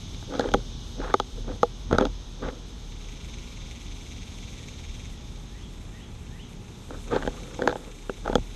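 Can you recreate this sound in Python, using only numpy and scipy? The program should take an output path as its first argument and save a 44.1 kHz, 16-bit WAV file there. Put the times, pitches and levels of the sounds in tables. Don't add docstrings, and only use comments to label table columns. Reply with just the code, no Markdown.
import sys
import numpy as np
from scipy import signal
from scipy.fft import rfft, irfft, next_fast_len
from scipy.io import wavfile
from scipy.ndimage import uniform_filter1d, minimum_filter1d, map_coordinates

SR = 44100
rng = np.random.default_rng(int(sys.argv[2]) if len(sys.argv) > 2 else 0)


def undo_db(level):
    steps = np.asarray(level, float) / 20
    return 10 ** steps


def file_out(sig):
    cols = np.atleast_2d(sig).T
    lim = np.clip(cols, -1, 1)
    pcm = np.round(lim * 32767).astype(np.int16)
    wavfile.write(sys.argv[1], SR, pcm)


N = 377055
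SECONDS = np.arange(N) / SR

# (frequency [Hz], density [dB])
TOWN_COLOUR = [(88, -4.5), (150, -10), (243, -5), (304, -8.5), (354, -7), (609, -17.5), (827, -16),
               (1320, -21), (1520, -21), (2250, -22.5), (2500, -19), (3250, -26), (5500, -120)]
# (multiple of the blade rate, level [dB])
FAN_LINES = [(1, -47), (2, -57.5), (3, -55.5), (4, -60.5), (5, -59), (6, -69)]
# (frequency [Hz], level [dB])
COMPRESSOR_LINES = [(59, -55), (240, -65), (410, -63), (540, -70.5), (760, -78.5), (830, -68), (900, -73.5),
                    (1400, -77)]

# (frequency [Hz], gain [dB])
HEDGE = [(1500, -3), (2000, -2), (2400, -10), (2750, -2), (3600, 0)]
# (time [s], pitch [Hz], level [dB])
RISE = [(0, 1600, -18), (.06, 1850, -8), (.095, 2050, -4), (.12, 2900, -2), (.155, 3400, 0),
        (.165, 3480, -14)]
# (time [s], level [dB])
RISES_AT = [
    (5.485, -55.5),
    (5.885, -55),
    (6.28, -54.5),
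]
# (time [s], length [s], from [Hz], to [Hz], level [dB])
FALLS = [
    (4.53, .1, 2200, 1860, -61),
    (4.92, .1, 3450, 3030, -63),
    (5.11, .07, 2150, 1860, -63),
]

# (frequency [Hz], density [dB])
NEAR_COLOUR = [(1000, -49), (1700, -16), (2270, -1), (2520, -7), (2760, -3), (3200, -4), (3610, 2),
               (4730, -26.5), (6410, -5), (6890, -9), (7530, -18), (9770, -29), (11300, -34), (13600, -40),
               (14500, -48)]
CHORUS_COLOUR = [(880, -4.5), (1500, -7.5), (1920, -27), (2270, -3.5), (2530, -23), (2880, 1), (3610, 8),
                 (4650, -2.5), (5190, 1), (5830, 0), (6550, 4.5), (7090, -32), (8500, -36), (11000, -29),
                 (18700, -120)]
SHRILL_COLOUR = [(4120, -55), (7000, -1), (7740, -3), (9440, -8), (10200, -11), (11100, -7.5),
                 (11500, -9.5), (11800, -14), (13200, -13), (13900, -26), (14500, -37)]
# (time [s], level [dB])
CHORUS_LEVEL = [(0, -48), (.97, -48), (1.33, -50.5), (2.83, -51.5), (3.55, -50.5), (4.9, -51), (5.43, -54),
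                (6.0, -57.5), (6.64, -56), (7.48, -52), (7.88, -56), (8.55, -53.5)]
SHRILL_LEVEL = [(0, -61.5), (2, -65.5), (4.4, -61), (5.5, -63.5), (6.64, -64), (7.1, -58.5), (7.88, -60.5),
                (8.55, -61)]
# (from [s], to [s], level [dB], throb rate [1/s])
PHRASES = [
    (0, .5, -59.5, 17),
    (3.105, 5.08, -52, 19.2),
    (5.12, 6.786, -61.5, 26.5),
    (7.088, 7.567, -54, 28),
    (7.798, 8.549, -57, 27),
]

# (frequency [Hz], density [dB])
RUMBLE_COLOUR = [(13, -58), (22, -5), (46, -6.5), (92, -4.5), (108, -6.5), (189, -12), (209, -15),
                 (232, -10), (260, -14.5), (340, -29), (570, -120)]
# (time [s], level [dB])
BREEZE = [(0, -53), (2.74, -38.5), (4.64, -42), (5.55, -39.5), (6.62, -53), (8.55, -57)]
TRAFFIC = [(0, -41.5), (2.4, -48.5), (4.64, -45), (7.5, -46), (8, -58), (8.55, -52)]
# (from [s], to [s], level [dB])
ENGINE = [(3.1, 5.4, -49)]
# (time [s], swing [dB], rattle [dB], build-up [s])
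TUGS = [(.14, -36, -37, 0.065), (.55, -27, -31.5, 0.049), (1.05, -32.5, -41, 0.38),
        (1.55, -31, -37.5, 0.27), (1.93, -28, -28, 0.033), (2.09, -27, -44, 0.28),
        (2.45, -28.5, -36.5, 0.044), (7.3, -31.5, -40, 0.25), (7.95, -50, -50.5, .3),
        (8.38, -25, -33.5, 0.099)]

# (frequency [Hz], width [Hz], level [dB])
LOW_MODES = [(287, 68.5, 12), (414, 45, 12), (503, 54, 14.5)]
MID_MODES = [(695, 49, 10.1), (851, 86, 13.5)]
UPPER_MODES = [(1202, 280, 6.6), (1324, 173, 10.8), (1498, 392, 2.7)]
BITE_MODES = [(1298, 210, 12), (1560, 260, 5)]
NECK_MODES = [(2260, 56, 16.4), (2490, 610, 7.3)]
HIGH_MODES = [(3380, 225, 13.1), (4000, 150, 12.4), (4110, 1100, 3.2)]
TOP_MODES = [(4860, 75, 5), (6365, 216, 14), (7600, 220, -12), (8370, 210, -5.5), (10800, 1600, -6)]

# (full pressure from [s], to [s], scrape [dB], dull part over it [dB])
STROKES = [(0.306, 0.3, -53, 21), (0.327, 0.4, -38.5, 5.5), (0.392, 0.48, -37, 7.5),
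           (0.575, 0.54, -36.5, 18.5), (0.98, 1.03, -54, 18.5), (1.015, 1.11, -35, -1.5),
           (1.38, 1.382, -61, 22.5), (1.483, 1.52, -43, 11), (1.91, 1.77, -44, 10),
           (1.939, 1.928, -25, 5.5), (2, 2.025, -30, 9), (2.058, 2.013, -39, 13), (2.433, 2.48, -34, 4),
           (2.5, 2.56, -53.5, 11.5), (6.915, 6.95, -46.5, 9), (7.076, 7.9, -50, 6),
           (7.127, 7.17, -26.5, 4.5), (7.19, 7.23, -41, -1), (7.246, 7.18, -38.5, 11.5),
           (7.61, 7.7, -40.5, 9), (7.627, 7.6, -36.5, -1), (7.69, 7.66, -29, 8.5), (7.752, 7.43, -46, 6),
           (8.264, 8.32, -38, 6), (8.31, 8.04, -37, -2), (8.35, 7.85, -44, 10)]
# (time [s], peak [dB], thud [dB], bite [dB], edge [dB])
SNAPS = [(0.395, -15.5, 5, 1.5, -4), (0.517, -29, -4, -14, 2), (0.5385, -9.5, -10, 2.5, -7),
         (0.5435, -13.5, 2.5, 1, -9), (1.14, -8, -3.5, 6, -10.5), (1.1995, -16.5, -4.5, 5, -1.5),
         (1.6308, -7, 0, 3, -14), (1.912, -18, 2.5, 1, -16), (1.928, -14.5, 6.5, 1.5, -8),
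         (1.984, -12, -1, 8, -5), (2.01, -10, -3, -20, -16.5), (2.053, -18, -5, 1.5, -3),
         (6.906, -28.5, -3.5, 1.5, -12), (7.162, -26, 1, 10, -2), (7.224, -26, -23, 5, -5),
         (7.275, -17.5, 0.5, -1.5, -8), (7.62, -22.5, 6, 11.5, -4), (7.675, -5, -2, 0.5, -16.5),
         (7.726, -17, -12, -9, -20), (7.756, -19.5, -6.5, -5, -19), (8.0955, -26, 7.5, 7.5, -12),
         (8.259, -21.5, -5, -7, -15), (8.277, -16, -7, 1.5, -21), (8.3545, -9, 1.5, 0.5, -6),
         (0.146, -47, -15, 0, 11), (0.066, -53, -15, 2, 6), (2.4865, -27, -1, 1.5, -7.5)]
# (sway mode [dB], second mode [dB], fourth mode [dB], neck [dB],
# damping [factor])
GRIPS = [(-1.5, -8, -9, -1, 0.92), (3, 0, 0, 0, 0.88), (-15, 0, -15, 5, 1.1), (4.5, 1.5, -13, 15.5, 0.71),
         (-10, 3.5, -4, 5, 1.03), (-4.5, 2.5, -9, 0, 1), (-15, -11, -5, -5, 0.71), (-4, -3, 6, -3, 1.6),
         (-2, -1, 7, 5, 1.45), (2.5, 4, 4, -6, 1.4), (-5, 5, 3, 0, 1.5), (6, -1, 2, 4, 0.88),
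         (4.5, -3, 5, 5, 1.2), (0, 0, 0, 0, 1.1), (0, 0, -2, 0, 1.1), (-2, 1.5, -3, 0, 0.91),
         (0, 2.5, -4, -5, 1.04), (-20, -3, 4, 3, 1.3), (-11, 0, -2, -2, 0.99), (-8, 3, -6, -3, 1.1),
         (-0.5, 4.5, -10, 9.5, 0.94), (-7, -2, -7, 0, 1.1), (-2, 0, 0, 0, 1.06), (0, -4, -3, -9, 1.07),
         (0, 0, 0, 17, 1.1), (0, 0, 0, 15, 1.1), (0, 2, 0, 10, 0.89)]
# (bite [Hz], neck [Hz], edge [Hz], thud delay [ms])
PULLS = [(1320, 1900, 3600, 0.66), (1300, 2200, 3200, 1), (1340, 2430, 3400, 1.2), (1170, 2050, 3300, 1.26),
         (1233, 2140, 3600, 2.65), (1306, 2280, 3350, 1.8), (1190, 2520, 3500, .7), (1200, 2700, 3400, .3),
         (1320, 2000, 3330, 0.27), (1260, 2360, 3730, 1), (1200, 2200, 3400, 0.95), (1270, 2800, 3340, 0.6),
         (1390, 2200, 3300, .9), (1550, 2200, 3600, 1), (1607, 2300, 3000, .9), (1590, 2200, 3230, 0.86),
         (1560, 2300, 3473, .9), (1415, 2200, 3700, 0.77), (1410, 2200, 3300, 0.89),
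         (1400, 2000, 3100, 0.95), (1380, 2700, 3500, 0.58), (1389, 2200, 3300, 0.71),
         (1290, 2200, 3700, 0.67), (1360, 1800, 3370, 0.86), (1300, 2200, 3900, .9), (1300, 2800, 3500, .9),
         (1400, 2100, 3300, 0.71)]
# (time [s], peak [dB], brightness [dB])
NIBBLES = [(0.226, -36.5, 2), (0.291, -37, -26), (0.323, -32, -3), (0.337, -34, 7.5), (0.352, -25.5, 0),
           (0.36, -39, 8), (0.408, -23, 3), (0.431, -30, -14), (0.441, -24.5, -2), (0.458, -29, -6),
           (0.488, -25.5, -1), (0.599, -41, -9), (0.983, -42, -26), (1.002, -35, 4.5), (1.059, -35, 4),
           (1.099, -25, -2), (1.107, -33.5, 11), (1.1454, -22, -17), (1.375, -39, -2), (1.444, -39.5, -3),
           (1.478, -36, -3), (1.5, -39, -12), (1.949, -16.5, -5), (2.023, -25, 2), (2.067, -23.5, -14),
           (2.417, -45, -10), (2.439, -35, 9.5), (2.456, -36, -8), (2.462, -34, 0), (2.446, -40, 8),
           (2.425, -44, 2), (0.306, -47, 5), (0.602, -42, 1), (0.718, -46, 0), (1.016, -40, 1),
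           (1.035, -38, 5), (1.075, -40, 6), (1.117, -38, 3), (1.49, -36, 3), (1.52, -45, -4),
           (1.559, -39, -8), (1.958, -25, 3), (2.001, -32, 1), (2.026, -27, 3)]
NIBBLES_AGAIN = [(7.075, -45, 2), (7.112, -38, 5), (7.126, -32, 5), (7.136, -24, -8), (7.149, -24, -20),
                 (7.204, -36, 1), (7.232, -28.5, 4), (7.25, -23, -13), (7.263, -31, 2), (7.303, -50, 9),
                 (7.591, -23, -10), (7.597, -26, -13), (7.651, -35, -4), (7.694, -20, 2), (7.705, -36, 13),
                 (7.712, -25.5, 2), (7.768, -43, 8), (8.18, -41, -15), (8.297, -18.5, -17),
                 (8.329, -20.5, -4), (8.381, -22, -18), (6.952, -50, 4), (6.987, -47, 5), (7.117, -36, 6),
                 (7.146, -30, 1), (7.381, -47, 1), (7.635, -28, -6), (7.688, -31, 7), (8.253, -34, 1),
                 (8.311, -33, -3)]
NIBBLE_EDGES = [-2, 0, 0, 4, 2, 5, 3, 0, -2, 5, 4, 0, 0, 2, -3, -3, -4, 0, 0, 0, 0, 0, -4, -4, 0, 0, -2, 0,
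                0, 3, 0, 3, 0, 0, 0, 4, 0, 0, 0, 0, 0, -6, -3, -2, 0, 0, -3, 2, 0, 0, 0, 0, 0, 0, -5, -3, 0,
                -4, 2, -1, -3, 0, 0, -3, -3, 0, 0, -3, 0, 0, 0, 0, -3, 0]

# (frequency [Hz], threshold over usual size [factor])
TREBLE_GATE = [(7000, 0), (8300, .6), (10000, 1.45), (11200, 1.05), (12500, 1.3), (13600, 1.55),
               (14500, 2.4)]


def unit(x):
    return x / np.sqrt(np.mean(x ** 2) + 1e-20)


def along(points, hz):
    f, v = np.transpose(points)
    return np.interp(np.log(hz + 1), np.log(f + 1), v)


def curve(rows):
    s, db = np.transpose(rows)
    return np.interp(SECONDS, s, db)


def held(starts, ends, levels_db, rise, fall):
    t = np.arange(0, N + 32, 32)[:, None] / SR
    before = rise * np.clip(starts - t, 0, None)
    after = fall * np.clip(t - ends, 0, None)
    return np.interp(SECONDS, t[:, 0], (levels_db - before - after).max(axis=1))


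def wobble(rate):
    coarse = np.arange(0, N + 32, 32)
    knots = rng.standard_normal(int(N * rate / SR) + 4)
    return np.interp(np.arange(N), coarse, map_coordinates(knots, [coarse * rate / SR]))


def noise():
    return rng.standard_normal(N)


def tone(hz):
    return np.sin(2 * np.pi * np.cumsum(hz) / SR)


def filtered(x, response):
    m = next_fast_len(N + SR // 2)
    return irfft(rfft(x, m) * response(np.fft.rfftfreq(m, 1 / SR)), m)[:N]


def coloured(x, spectrum):
    return unit(filtered(x, lambda hz: undo_db(along(spectrum, hz))))


def ringing(f, modes, turn, pull=1, damping=1, extra_db=(0, 0, 0, 0, 0)):
    total = 0
    for k, (centre, width, db) in enumerate(modes):
        gain = turn ** k * undo_db(db + extra_db[k])
        total = total + gain * 1j * f * width / ((pull * centre) ** 2 - f * f + 1j * f * width * damping)
    return total / (1 + 1j * f / (1.6 * pull * modes[-1][0])) ** 2


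def rung(x, modes):
    return unit(filtered(x, lambda f: ringing(f, modes, -1)))


def cooler(fan_hz=37.3, compressor_hz=59.17):
    hum = 0
    for k, db in FAN_LINES:
        level = undo_db(db + 2.9 * wobble(4.8))
        hum = hum + level * np.sin(2 * np.pi * k * fan_hz * SECONDS + 0.51 * wobble(2.474))
    for hz in compressor_hz * np.arange(1, 25):
        level = undo_db(along(COMPRESSOR_LINES, hz) + 1.84 * wobble(2.014))
        hum = hum + level * np.sin(2 * np.pi * hz * SECONDS + 6 * rng.random())
    town = undo_db(-51 + 0.056 * wobble(2.3)) * coloured(noise(), TOWN_COLOUR)
    return np.sqrt(2) * hum + town


def bird():
    whistles = [[(s + later, hz, db + shape) for later, hz, shape in RISE] for s, db in RISES_AT]
    for s, long, top, end, db in FALLS:
        bend = (s + .3 * long, .45 * top + .55 * end, db)
        whistles.append([(s, top, db - 8), bend, (s + .8 * long, end, db - 2), (s + long, end, db - 9)])
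    song = np.zeros(N)
    for rows in whistles:
        s, hz, db = np.transpose(rows)
        at = np.arange(int(s[0] * SR) - 300, int(s[-1] * SR) + 300)
        level_db = uniform_filter1d(np.interp(at / SR, s, db, -140, -140), size=200) + 9
        song[at] += undo_db(level_db) * tone(np.interp(at / SR, s, hz))
    song = undo_db(2.2 * wobble(70) - 3.5) * filtered(song, lambda hz: undo_db(along(HEDGE, hz)))
    t = np.arange(SR // 2) / SR
    tail = rng.standard_normal(len(t)) * undo_db(-60 * t / .4) * (t > .015)
    return .95 * song + .8 * signal.fftconvolve(song, tail / np.linalg.norm(tail))[:N]


def cicadas(click_hz=180.8):
    start, end, song_db, throbs = np.transpose(PHRASES)
    throb_hz = throbs[np.searchsorted(end[:-1], SECONDS)]
    throb_hz = throb_hz + 6.17 * np.exp(-np.abs(SECONDS - start[1]) / 0.3524)
    sway = np.sin(2 * np.pi * np.cumsum(throb_hz) / SR + .3 * wobble(8))
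    throb = undo_db((7 + .8 * wobble(6)) * sway)
    turns = click_hz * SECONDS + .03 * wobble(30)
    clicks = np.diff(np.floor(turns), prepend=0) * undo_db(2.7 * noise())
    rasp = undo_db(np.cos(2 * np.pi * turns)) * noise()
    t = np.arange(SR // 4) / SR
    echoes = rng.standard_normal(len(t)) * (undo_db(-60 * t / .016) + .1 * undo_db(-60 * t / .25))
    near = unit(signal.fftconvolve(throb * clicks, echoes)[:N]) + .6 * unit(throb * rasp)
    near_db = held(start, end, song_db, 45, 200)
    chorus = coloured(undo_db(0.72 * wobble(25)) * noise(), CHORUS_COLOUR)
    shrill = coloured(undo_db(0.95 * wobble(23)) * noise(), SHRILL_COLOUR)
    far = undo_db(curve(CHORUS_LEVEL) - 0.5) * chorus + undo_db(curve(SHRILL_LEVEL)) * shrill
    return undo_db(near_db) * coloured(near, NEAR_COLOUR) + far


def engine():
    level_db = held(*np.transpose(ENGINE), 30, 8.4) + 2 + 1.9 * wobble(5.9)
    return undo_db(level_db) * tone(64 + 5.36 * wobble(1.5))


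def mount(build_db=8.5):
    s, tug_db, rattle_db, build_s = np.transpose(TUGS)
    rise = build_db / build_s
    swing_db = np.maximum(held(s, s, tug_db, rise, 88), curve(BREEZE))
    rumble_db = np.maximum(held(s, s, rattle_db, rise, 169), curve(TRAFFIC))
    swing = tone(41 + 3.575 * wobble(7.6))
    return undo_db(swing_db) * swing + undo_db(rumble_db + 2) * coloured(noise(), RUMBLE_COLOUR)


def gnawing(breaks_per_s=1900):
    start, end, scrape_db, dull_db = np.transpose(STROKES)
    press, let_go = 600, 420
    scrape = held(start, end, scrape_db, press, let_go)
    dull = held(start, end, scrape_db + dull_db, press, let_go)

    def breaks():
        return (rng.random(N) < breaks_per_s / SR) * noise() * undo_db(3 * wobble(90))

    bright = rung(breaks(), MID_MODES) + undo_db(3) * rung(breaks(), UPPER_MODES)
    bright += undo_db(-10) * rung(breaks(), NECK_MODES + HIGH_MODES)
    return undo_db(dull - 2.5) * rung(breaks(), LOW_MODES) + undo_db(scrape - 10.5) * bright


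def crack_table():
    s, db, bright = np.transpose(NIBBLES + NIBBLES_AGAIN)
    edge_db = -7.5 + 0.65 * bright + NIBBLE_EDGES
    table = np.vstack([SNAPS, np.transpose([s, db, -1.5 - 0.1 * bright, bright, edge_db])])
    top_db = table[:, 4] - 14 + .45 * (table[:, 1] + 11)
    return np.column_stack([table, top_db])


def teeth():
    count = len(NIBBLES + NIBBLES_AGAIN)
    chance = rng.standard_normal((count, 7))
    loose = np.ones(count)
    small_grips = np.column_stack([4 * chance[:, :4], 1.33 * loose])
    small_hz = [1380, 2210, 3500] * (1 + .06 * chance[:, 4:])
    small_pulls = np.column_stack([small_hz, 0.62 * loose])
    return np.vstack([GRIPS, small_grips]).T[..., None], np.vstack([PULLS, small_pulls]).T[..., None]


def cracks(tearing_s=0.0022):
    table = crack_table()
    count, span, lead = len(table), 4096, 64
    start_s, peak_db, thud_db, bite_db, edge_db, top_db = table.T[..., None]
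    (sway_db, second_db, fourth_db, neck_db, damping), (bite_hz, neck_hz, edge_hz, later_ms) = teeth()
    damping = np.clip(damping, .3, 4)
    f = np.fft.rfftfreq(span, 1 / SR)

    low = ringing(f, LOW_MODES, 1, 0.95, damping, (sway_db, second_db, 0))
    mid = ringing(f, MID_MODES, 1, 0.97, damping, (fourth_db, 0))
    dull = f / (1.35 * bite_hz)
    bite = ringing(f, BITE_MODES, -0.82, bite_hz / BITE_MODES[0][0]) / (1 + 1j * dull - dull ** 2)
    neck = ringing(f, NECK_MODES, -0.8, neck_hz / NECK_MODES[0][0], 3.6)
    edge = ringing(f, HIGH_MODES, -1.01, edge_hz / HIGH_MODES[0][0])
    top = ringing(f, TOP_MODES, -0.98)
    # (response, level over peak [dB], stretch of the volley, delay [s])
    groups = [(low, thud_db + 28, 1.4, later_ms / 1e3),
              (mid, 26, .9, later_ms / 2020),
              (bite, bite_db + 19, .7, 2e-4),
              (neck, 0.49 * bite_db + .5 * edge_db + neck_db + 13.5, .9, 0),
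              (edge, edge_db + 17, .8, 0),
              (top, top_db + 22, .4, -2e-4)]

    rows, spectrum = np.arange(count)[:, None], 0
    for k, (response, extra_db, stretch, delay_s) in enumerate(groups):
        late = np.abs(rng.standard_normal((count, 5))) * stretch * tearing_s
        size = (.2 if k < 2 else .35) * np.tanh(2 * rng.standard_normal((count, 5)))
        late[:, 0], size[:, 0] = 0, -1
        size *= undo_db(peak_db + extra_db) / np.linalg.norm(size, axis=1, keepdims=True)
        onset = np.round((delay_s + late) * SR).astype(int) + lead
        at = span * rows + np.clip(onset, 0, 2048)
        volley = np.bincount(at.ravel(), size.ravel(), span * count).reshape(-1, span)
        spectrum = spectrum + rfft(volley) * response
    at = np.round(start_s * SR).astype(int) - lead + np.arange(span)
    return np.bincount(at.ravel(), irfft(spectrum).ravel(), N)[:N]


def scene():
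    return (cooler() + bird() + cicadas() + engine() + mount() + gnawing() + cracks())[None]


def gated(x):
    hz, _, z = signal.stft(x, SR, "cosine", nperseg=2048)
    size = np.abs(z)
    loud = np.sqrt(np.sum(size ** 2, axis=0))
    raised = (loud / np.median(loud)) ** .1
    usual = minimum_filter1d(uniform_filter1d(size, size=41, axis=0), size=5, axis=1)
    usual = uniform_filter1d(usual, size=9, axis=1)
    keep = size > 1.15 * along(TREBLE_GATE, hz)[:, None] * usual * raised
    return signal.istft(z * keep, SR, "cosine", nperseg=2048)[1][:N]


def roll_off(x):
    return signal.sosfilt(signal.butter(12, 14680, fs=SR, output="sos"), x)


def record(dry):
    limited = filtered(dry[0], lambda hz: hz < 14600)
    mix = gated(limited)[None]
    return roll_off(mix)


dry = scene()
out = record(dry)
file_out(out)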